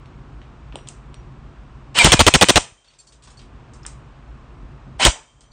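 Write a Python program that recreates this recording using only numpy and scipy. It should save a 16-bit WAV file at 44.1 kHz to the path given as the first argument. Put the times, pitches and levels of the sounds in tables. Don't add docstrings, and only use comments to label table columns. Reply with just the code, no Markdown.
import sys
import numpy as np
from scipy import signal
from scipy.fft import rfft, irfft
from scipy.io import wavfile
from scipy.ndimage import uniform_filter1d

SR = 44100
rng = np.random.default_rng(int(sys.argv[2]) if len(sys.argv) > 2 else 0)


def to_linear_factor(level_db):
    exponent = np.asarray(level_db, float) / 20
    return 10 ** exponent


def unload_audio(sound):
    columns = np.transpose(np.atleast_2d(sound))
    steps = np.round(np.clip(columns, -1, 1) * 32767)
    wavfile.write(sys.argv[1], SR, steps.astype(np.int16))


N = 243431


def evened(x):
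    return x / np.sqrt(np.mean(x ** 2) + 1e-20)


def read(points, hz):
    f, value = np.transpose(points)
    return np.interp(np.log(hz + 1), np.log(f + 1), value)


def add(mix, s, sound):
    part = mix[round(s * SR):][:len(sound)]
    part += sound[:len(part)]


def coloured(x, points):
    return evened(irfft(rfft(x) * to_linear_factor(read(points, np.fft.rfftfreq(len(x), 1 / SR))), len(x)))


def resonate(x, hz, width_hz):
    turn = np.exp(2j * np.pi * np.cumsum(hz * np.ones(len(x))) / SR)
    r = np.exp(-np.pi * width_hz / SR)
    return 2 * (turn * signal.lfilter([1 - r], [1, -r], x / turn)).real


def wobble(count, span):
    return evened(uniform_filter1d(uniform_filter1d(rng.standard_normal(count), span), span))


def tail(points, modal_db=3.5):
    # f/Hz, t60/s
    room_t60 = [(100, 0.21), (260, 0.39), (700, 0.32), (1840, 0.34), (4850, 0.24)]
    late_db, late_t60_s = -40.5, 1.5
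    spectrum = rfft(coloured(rng.standard_normal(SR // 2), points))
    modes = to_linear_factor(modal_db * np.clip(wobble(len(spectrum), span=25), -1, 1))
    hz, t, z = signal.stft(evened(irfft(spectrum * modes)), SR, nperseg=256)
    fade = to_linear_factor(-60 * t / read(room_t60, hz)[:, None]) + to_linear_factor(late_db - 60 * t / late_t60_s)
    return signal.istft(z * fade, SR, nperseg=256)[1]


def shot(slam_db, blast_db, length_s, buffet_db, echo_db):
    # f/Hz, width/Hz, level/dB
    slam_modes = [(3070, 500, -0.5), (6800, 240, -12.5), (8840, 290, -10.5)]
    # f/Hz, level/dB
    blast_spectrum = [(180, -34), (300, -1), (2350, -3.5), (4520, -4), (5000, -10.5), (5370, -5.5),
                      (7720, -12), (8930, -8), (9600, -22), (12500, -48), (21100, -120)]
    # f/Hz, level/dB
    echo_spectrum = [(88, -47), (150, -15), (257, -15), (965, -4.5), (1390, -11), (3100, -3.5),
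                     (4160, -7.5), (6110, -1.5), (8800, -1.5), (9600, -17.5), (12500, -46), (21100, -120)]
    hiss_s = 0.022
    t = np.arange(SR // 2) / SR
    noise = rng.standard_normal((3, len(t)))

    def knock(at_s, hold_s):
        return np.exp(-((t - at_s) / hold_s) ** 4)

    def shut(at_s):
        return 1 / (1 + np.exp(np.clip((t - at_s) / 0.001, -50, 50)))

    body = sum(to_linear_factor(db) * evened(resonate(noise[0], hz, w)) for hz, w, db in slam_modes) + 0.3 * noise[0]
    slam = evened(body) * (knock(.0014, .0019) + .8 * knock(.0052, .0008))
    flutter = to_linear_factor(2.3 * wobble(len(t), span=45))
    blast = coloured(noise[1], blast_spectrum) * shut(hiss_s) * np.clip((t - .0065) / 0.0019, 0, 1) * flutter
    gusts = evened(resonate(noise[2], 400, 710)) + evened(resonate(noise[2], 60, 100))
    coarse = 0.56 * evened(resonate(noise[2], 600, 400)) * np.clip(t / length_s, 0, 1) ** 2
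    gusts = evened(gusts) + coarse
    buffet = gusts * shut(length_s) * np.clip(t / 0.00098, 0, 1)
    echo = tail(echo_spectrum)[:len(t)] * np.clip(t / 0.011, 0, 1) * (1 + 0.98 * np.exp(-t / 0.016))
    return to_linear_factor(slam_db) * slam + to_linear_factor(blast_db) * blast + to_linear_factor(buffet_db) * buffet + to_linear_factor(echo_db) * echo


def motor(rows, fired_s):
    # f/Hz, level/dB
    gearbox = [(88, -42.5), (150, -13), (481, -10.5), (583, -5.5), (965, -10.5), (1130, -10), (1710, -5.5),
               (3040, -5.5), (6430, -14.5), (8800, -11.5), (9600, -29.5), (12500, -56.5), (21100, -120)]
    # f/Hz, width/Hz, level/dB
    casing = [(991, 25, -3), (3050, 37, 2.5), (3310, 53, -4), (4250, 370, -9), (5260, 26, -10.5),
              (6450, 36, -13.5), (7900, 71, -11.5), (9100, 47, -13.5)]
    # shaft multiple, level/dB
    orders = [(3, -16), (4, -12.5), (9, -8), (10, 1), (14, -17.5), (16, -12.5), (20, -15), (36, -16.5)]
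    load_lead_s, load_s, load_db, load_sag = 0.012, 0.014, 8, .04
    s, *columns = np.transpose(rows)
    t = np.arange(s[0], s[-1], 1 / SR)
    gear_db, speed_hz, whine_db = (np.interp(t, s, c) for c in columns)
    load = sum(np.exp(-((t - at + load_lead_s) / load_s) ** 2) for at in fired_s)
    turns = np.cumsum(speed_hz * (1 - load_sag * load + .009 * wobble(len(t), span=100))) / SR
    once_a_turn = 1.3 + np.exp(-(turns % 1) / 0.34)
    chatter = rng.standard_normal(len(t)) * once_a_turn * to_linear_factor(0.9 * wobble(len(t), span=40))
    shell = sum(to_linear_factor(db) * evened(resonate(chatter, hz, 0.83 * w)) for hz, w, db in casing)
    gears = coloured(chatter, gearbox) + .5 * evened(shell)
    whine = 0
    for k, db in orders:
        level = to_linear_factor(db + 2.7 * wobble(len(t), span=200))
        whine = whine + level * np.cos(2 * np.pi * (k * turns + rng.random()))
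    return s[0], to_linear_factor(gear_db) * evened(gears) + to_linear_factor(whine_db + load_db * load) * whine


def pull(turning, shots):
    brake_s, brake_db = 0.037, -32
    opening_blast_s, later_blast_s = .033, 0.026
    echo_settled_db, fresh_echo_db, duck_s = -18.5, 4, .1
    s, gear_db, speed_hz, whine_db = turning[-1]
    braked = turning + [(s + brake_s, gear_db + brake_db, speed_hz, whine_db + brake_db)]
    sounds = [motor(braked, [row[0] for row in shots[1:]])]
    for s, slam_db, blast_db, buffet_db in shots:
        since_s = s - shots[0][0]
        echo_db = echo_settled_db + fresh_echo_db * np.exp(-since_s / duck_s)
        length_s = later_blast_s if since_s else opening_blast_s
        sounds.append((s, shot(slam_db, blast_db, length_s, buffet_db, echo_db)))
    return sounds


def firing(mix):
    # t/s, gear noise level/dB, shaft speed f/Hz, pinion whine level/dB
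    motor_runs = [
        [(1.945, -43.5, 250, -58), (1.951, -28, 290, -27), (1.984, -12.5, 275, -24), (1.995, -17, 239, -13),
         (2.02, -16, 236, -8.5), (2.04, -13, 215, -33), (2.11, -21.5, 240, -34), (2.27, -39, 267, -43),
         (2.6, -32, 245, -42)],
        [(4.992, -42.5, 250, -58), (4.998, -23, 190, -33.5), (5.018, -19.5, 260, -17), (5.03, -13, 300, -35.5),
         (5.048, -15, 330, -20), (5.08, -19.5, 570, -36), (5.11, -31, 450, -44.5)],
    ]
    # t/s, slam level/dB, air blast level/dB, buffeting level/dB
    shot_runs = [
        [(2.0445, -2.5, -12, -11.5), (2.1195, -1.2, -5.5, -13.5), (2.1925, -5, -8.5, -10.5),
         (2.2655, -4, -7.5, -11), (2.3388, -4, -8, -13), (2.4118, -3, -7.5, -9.5), (2.4855, -6, -7, -15.5),
         (2.5578, -2, -9.5, -12.5)],
        [(5.0502, -0.2, -11, -15.5)],
    ]
    for turning, shots in zip(motor_runs, shot_runs):
        for s, sound in pull(turning, shots):
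            add(mix, s, sound)


def swing(db, first_hz, settle_hz):
    t = np.arange(SR // 12) / SR
    turns = np.cumsum(settle_hz + (first_hz - settle_hz) * np.exp(-t / .003)) / SR
    return to_linear_factor(db - 2.9 * turns - 18.0 * turns ** 2) * np.sin(2 * np.pi * turns)


def membrane(mix):
    # t/s, level/dB, first f/Hz, settling f/Hz
    swings = [(2.0475, -0.9, 200, 111.1), (2.062, -4, 200.8, 109.1), (2.0715, -10.5, 113.8, 55.7),
              (2.085, -9, 59.77, 49.9), (2.1475, -11, 90, 70), (2.2225, -9, 80.5, 58),
              (2.364, -14, 79.8, 60), (2.722, -40, 119.9, 71.57), (5.069, -8.5, 39.9, 41.8)]
    # t/s, level/dB, first f/Hz, settling f/Hz
    recoils = [
        (5.0807, -5.5, 51.8, 50),
    ]
    # t/s, level/dB
    closing_gusts = [(2.1432, -1), (2.2158, -3), (2.2862, -8), (2.359, -9), (2.4428, -8), (2.5068, -7.5),
                     (2.579, -11)]
    for s, *row in swings:
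        add(mix, s, swing(*row))
    for s, *row in recoils:
        add(mix, s, -swing(*row))
    for s, db in closing_gusts:
        add(mix, s, swing(db, first_hz=340, settle_hz=82))


def click(db, hz, width_hz, echo_db):
    t = np.arange(SR // 4) / SR
    bounces = (rng.random(len(t)) < 900 / SR) * rng.standard_normal(len(t)) * .3 * np.exp(-t / .004)
    bounces[40] = 1
    tick = resonate(resonate(bounces, hz, width_hz), hz, 1.8 * width_hz)
    echo = tail([(100, 0.0061), (9000, 0.005)])[:len(t)]
    spread = resonate(resonate(echo, hz, 4.7 * width_hz), hz, 1.8 * width_hz)
    spread = spread / spread[:400].std() * np.clip(t / .003, 0, 1)
    return to_linear_factor(db) * (tick / tick.max() + to_linear_factor(echo_db - 8.5) * spread)


def handling(mix):
    # t/s, peak level/dB,
    # f/Hz, echo level/dB
    knocks = [(.4160, -41.5, 1650, -10), (.7240, -39.5, 950, -3), (.742, -33, 266, -4.5),
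              (.7562, -24.5, 623, -12.5), (1.9876, -6, 1410, -31), (3.272, -46.5, 950, 2),
              (3.8506, -30.5, 1450, -16), (3.859, -34.5, 1104, -13.5), (5.158, -31.5, 796, -8.5)]
    # t/s, peak level/dB, f/Hz, echo level/dB
    ticks = [(.4162, -41, 3000, -13), (.7235, -34.5, 2690, -13), (.7557, -23, 3060, -19.5),
             (.7565, -27.5, 8400, -17), (.7561, -39, 4700, -16), (.788, -38, 2800, -14),
             (.8735, -31.5, 3310, -20), (.8875, -34.5, 2800, -25), (1.1428, -37, 8350, -27),
             (1.9875, 6, 3050, -23), (1.9878, -2.5, 8350, -7), (3.8316, -38, 5370, -8),
             (3.8512, -32.5, 3170, -21), (3.8655, -31, 5310, -12.5)]
    # t/s, peak level/dB, f/Hz, echo level/dB
    snaps = [(.0578, -37.5, 2540, -16), (.871, -37, 6960, -4), (.8864, -17, 7660, -18),
             (1.1423, -29.5, 3250, -20), (2.2195, -2, 3590, -26), (2.4418, 2, 2003, -29),
             (3.7349, -39.5, 6900, -2), (3.8641, -12.5, 8500, -17.5), (5.407, -37.5, 7550, -8.5),
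             (5.409, -40, 3930, -9.5)]
    for table, base_hz, share in ((knocks, 20.5, 0.41), (ticks, 490, .07), (snaps, 1700, 0.11)):
        for s, db, hz, echo_db in table:
            add(mix, s, click(db, hz, base_hz + share * hz, echo_db))


def pellet(hiss_db, knock_db):
    t = np.arange(SR // 5) / SR
    rise = np.clip(t / .002, 0, 1)
    hiss = tail([(1500, -24), (5000, -3.5), (9000, -2.5)])[:len(t)] * rise
    knock = tail([(800, -13.0), (2000, -11.0), (3300, -4.0), (5000, -9), (7000, -15.5)])[:len(t)]
    knock = knock * (np.exp(-t / 0.0018) + 0.63) * np.sqrt(rise)
    return to_linear_factor(hiss_db) * hiss + to_linear_factor(knock_db) * knock


def ping(db, tilt_db):
    # f/Hz, level/dB, t60/s
    trap_modes = [(4460, 0.5, 0.093), (5900, -6, 0.081), (6720, -20, .06), (7425, -3, 0.073),
                  (8490, -11, 0.061)]
    t = np.arange(SR // 5) / SR
    strike = rng.standard_normal(len(t)) * np.exp(-t / 0.0043)
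    total = np.zeros(len(t))
    for hz, level_db, t60_s in trap_modes:
        mode = resonate(resonate(strike, hz, 5.5 / t60_s), hz, 5.5 / t60_s)
        total += to_linear_factor(db + level_db + tilt_db * np.log2(hz / 4457)) * mode / mode[:800].std()
    return total


def ring(hz, db, length_s):
    t = np.arange(round(length_s * SR)) / SR
    pair = np.sin(2 * np.pi * hz * t) + .22 * np.sin(2 * np.pi * 1.045 * hz * t)
    level = to_linear_factor(db + 2.5 * wobble(len(t), span=200) - 13 * t / length_s)
    return level * pair * signal.windows.tukey(len(t), .2)


def rattle(mix):
    # t/s, hiss level/dB, dull knock level/dB
    bounce_rows = [(2.8449, -72, -51.5), (2.876, -65, -53), (2.902, -60, -52.5), (2.9352, -59, -53.5),
                   (2.9861, -46.5, -68), (2.9975, -47, -65), (3.0689, -44.5, -68), (3.1218, -47.5, -52),
                   (3.2225, -51.5, -51), (3.2355, -44.5, -50.5), (3.2729, -48, -48.5), (3.3023, -47, -54),
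                   (3.3707, -50.5, -60.5), (3.392, -66, -45), (3.415, -56, -51), (5.513, -66.5, -63.5)]
    # t/s, level/dB, brightness/(dB per octave)
    ping_rows = [(2.879, -56.5, -20), (2.9861, -57, 6), (2.9975, -61, 16), (3.072, -58.5, -9),
                 (3.1218, -70.5, -11.5), (3.3707, -52.5, -16), (5.513, -52, -23)]
    # t/s, f/Hz, level/dB, length/s
    ring_rows = [(.7570, 5700, -57, .115), (1.1430, 5700, -59, .08), (1.9550, 930, -28, .014),
                 (2.7750, 3150, -57, .075), (2.9870, 2500, -59, .03), (4.9970, 630, -25, .04),
                 (5.0020, 985, -23, .045), (4.9950, 790, -25, .03), (5.1320, 3150, -45, .035),
                 (5.1620, 880, -49, .05), (5.1600, 3150, -58, .13), (5.2600, 5900, -67, .07),
                 (5.2750, 3150, -57, .075), (5.3600, 3150, -61, .08), (5.4300, 3150, -62, .08),
                 (5.4580, 6050, -63, .06)]
    for table, source in ((bounce_rows, pellet), (ping_rows, ping), (ring_rows, ring)):
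        for s, *row in table:
            add(mix, s, source(*row))


def background():
    # f/Hz, level/dB
    rumble_spectrum = [(12, -38.5), (20, -13.5), (34, -5), (54, 4), (76, -8.5), (107, -8), (140, -2.5),
                       (166, -16), (228, -14), (296, -17), (323, -24.5), (362, -17), (400, -26.5),
                       (520, -51), (880, -120)]
    # f/Hz, level/dB
    air_spectrum = [(180, -37.5), (300, -5.5), (419, -6), (619, -8), (686, -7), (890, -7.5), (1070, -5),
                    (2030, -17), (2600, -17.5), (4390, -27.5), (8670, -35.5), (9600, -52), (12500, -82),
                    (21100, -120)]
    # t/s, level/dB
    rumble_swell = [(0, -39.5), (.7, -42.5), (1.25, -40), (1.9, -41.5), (3.5, -40.5), (4.3, -43.5),
                    (4.6, -40.5), (5.0, -39)]
    # starts closing t/s, closed t/s, reopens t/s, depth level/dB
    ducks = [
        (2.58, 2.749, 2.853, -16),
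        (5.03, 5.16, 5.25, -14),
    ]
    recover_db_per_s, rumble_duck, air_db = 22.5, 1.65, -52
    t = np.arange(N) / SR
    duck_db = 0
    for closing_s, closed_s, reopen_s, db in ducks:
        times_s = [closing_s, closed_s, reopen_s, reopen_s - db / recover_db_per_s]
        duck_db = duck_db + np.interp(t, times_s, [0, db, db, 0])
    rumble_db = np.interp(t, *np.transpose(rumble_swell)) + rumble_duck * duck_db + 1.4 * wobble(N, span=2000)
    rumble = coloured(rng.standard_normal(N), [(8, -40.5)] + rumble_spectrum) * to_linear_factor(rumble_db)
    return rumble + coloured(rng.standard_normal(N), air_spectrum) * to_linear_factor(air_db + duck_db)


def scene():
    mix = background()
    firing(mix)
    membrane(mix)
    handling(mix)
    rattle(mix)
    return mix[None]


def thinned(x, share, above_hz):
    hz, t, z = signal.stft(x, SR, nperseg=1024)
    power = uniform_filter1d(uniform_filter1d(abs(z) ** 2, size=6, axis=1), size=3, axis=2)
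    level = np.log(power + 1e-16)
    around = uniform_filter1d(level, size=31, axis=1)
    lost = (level < np.log(share) + around) & (hz[:, None] > above_hz)
    return signal.istft(z * (1 - .9 * lost), SR, nperseg=1024)[1][:, :N]


def band_limit(x):
    return signal.sosfilt(signal.butter(12, 16260, fs=SR, output="sos"), x)


def record(dry):
    # f/Hz, level/dB
    pass_band = [(10, -24), (30, -3), (45, 0.5), (9000, -0.5), (9300, -8.5), (9600, -31), (10000, -62.5),
                 (10400, -110)]
    narrow = irfft(rfft(dry) * to_linear_factor(read(pass_band, np.fft.rfftfreq(N, 1 / SR))), N)
    clipped = np.clip(thinned(narrow, share=.62, above_hz=4300), -1, 1)
    lowpass = signal.firwin(301, 15750, window=("kaiser", 6), fs=SR)
    wide = signal.oaconvolve(clipped, lowpass[None], "same")
    return band_limit(np.clip(wide, -1, 1))


dry = scene()
out = record(dry)
unload_audio(out)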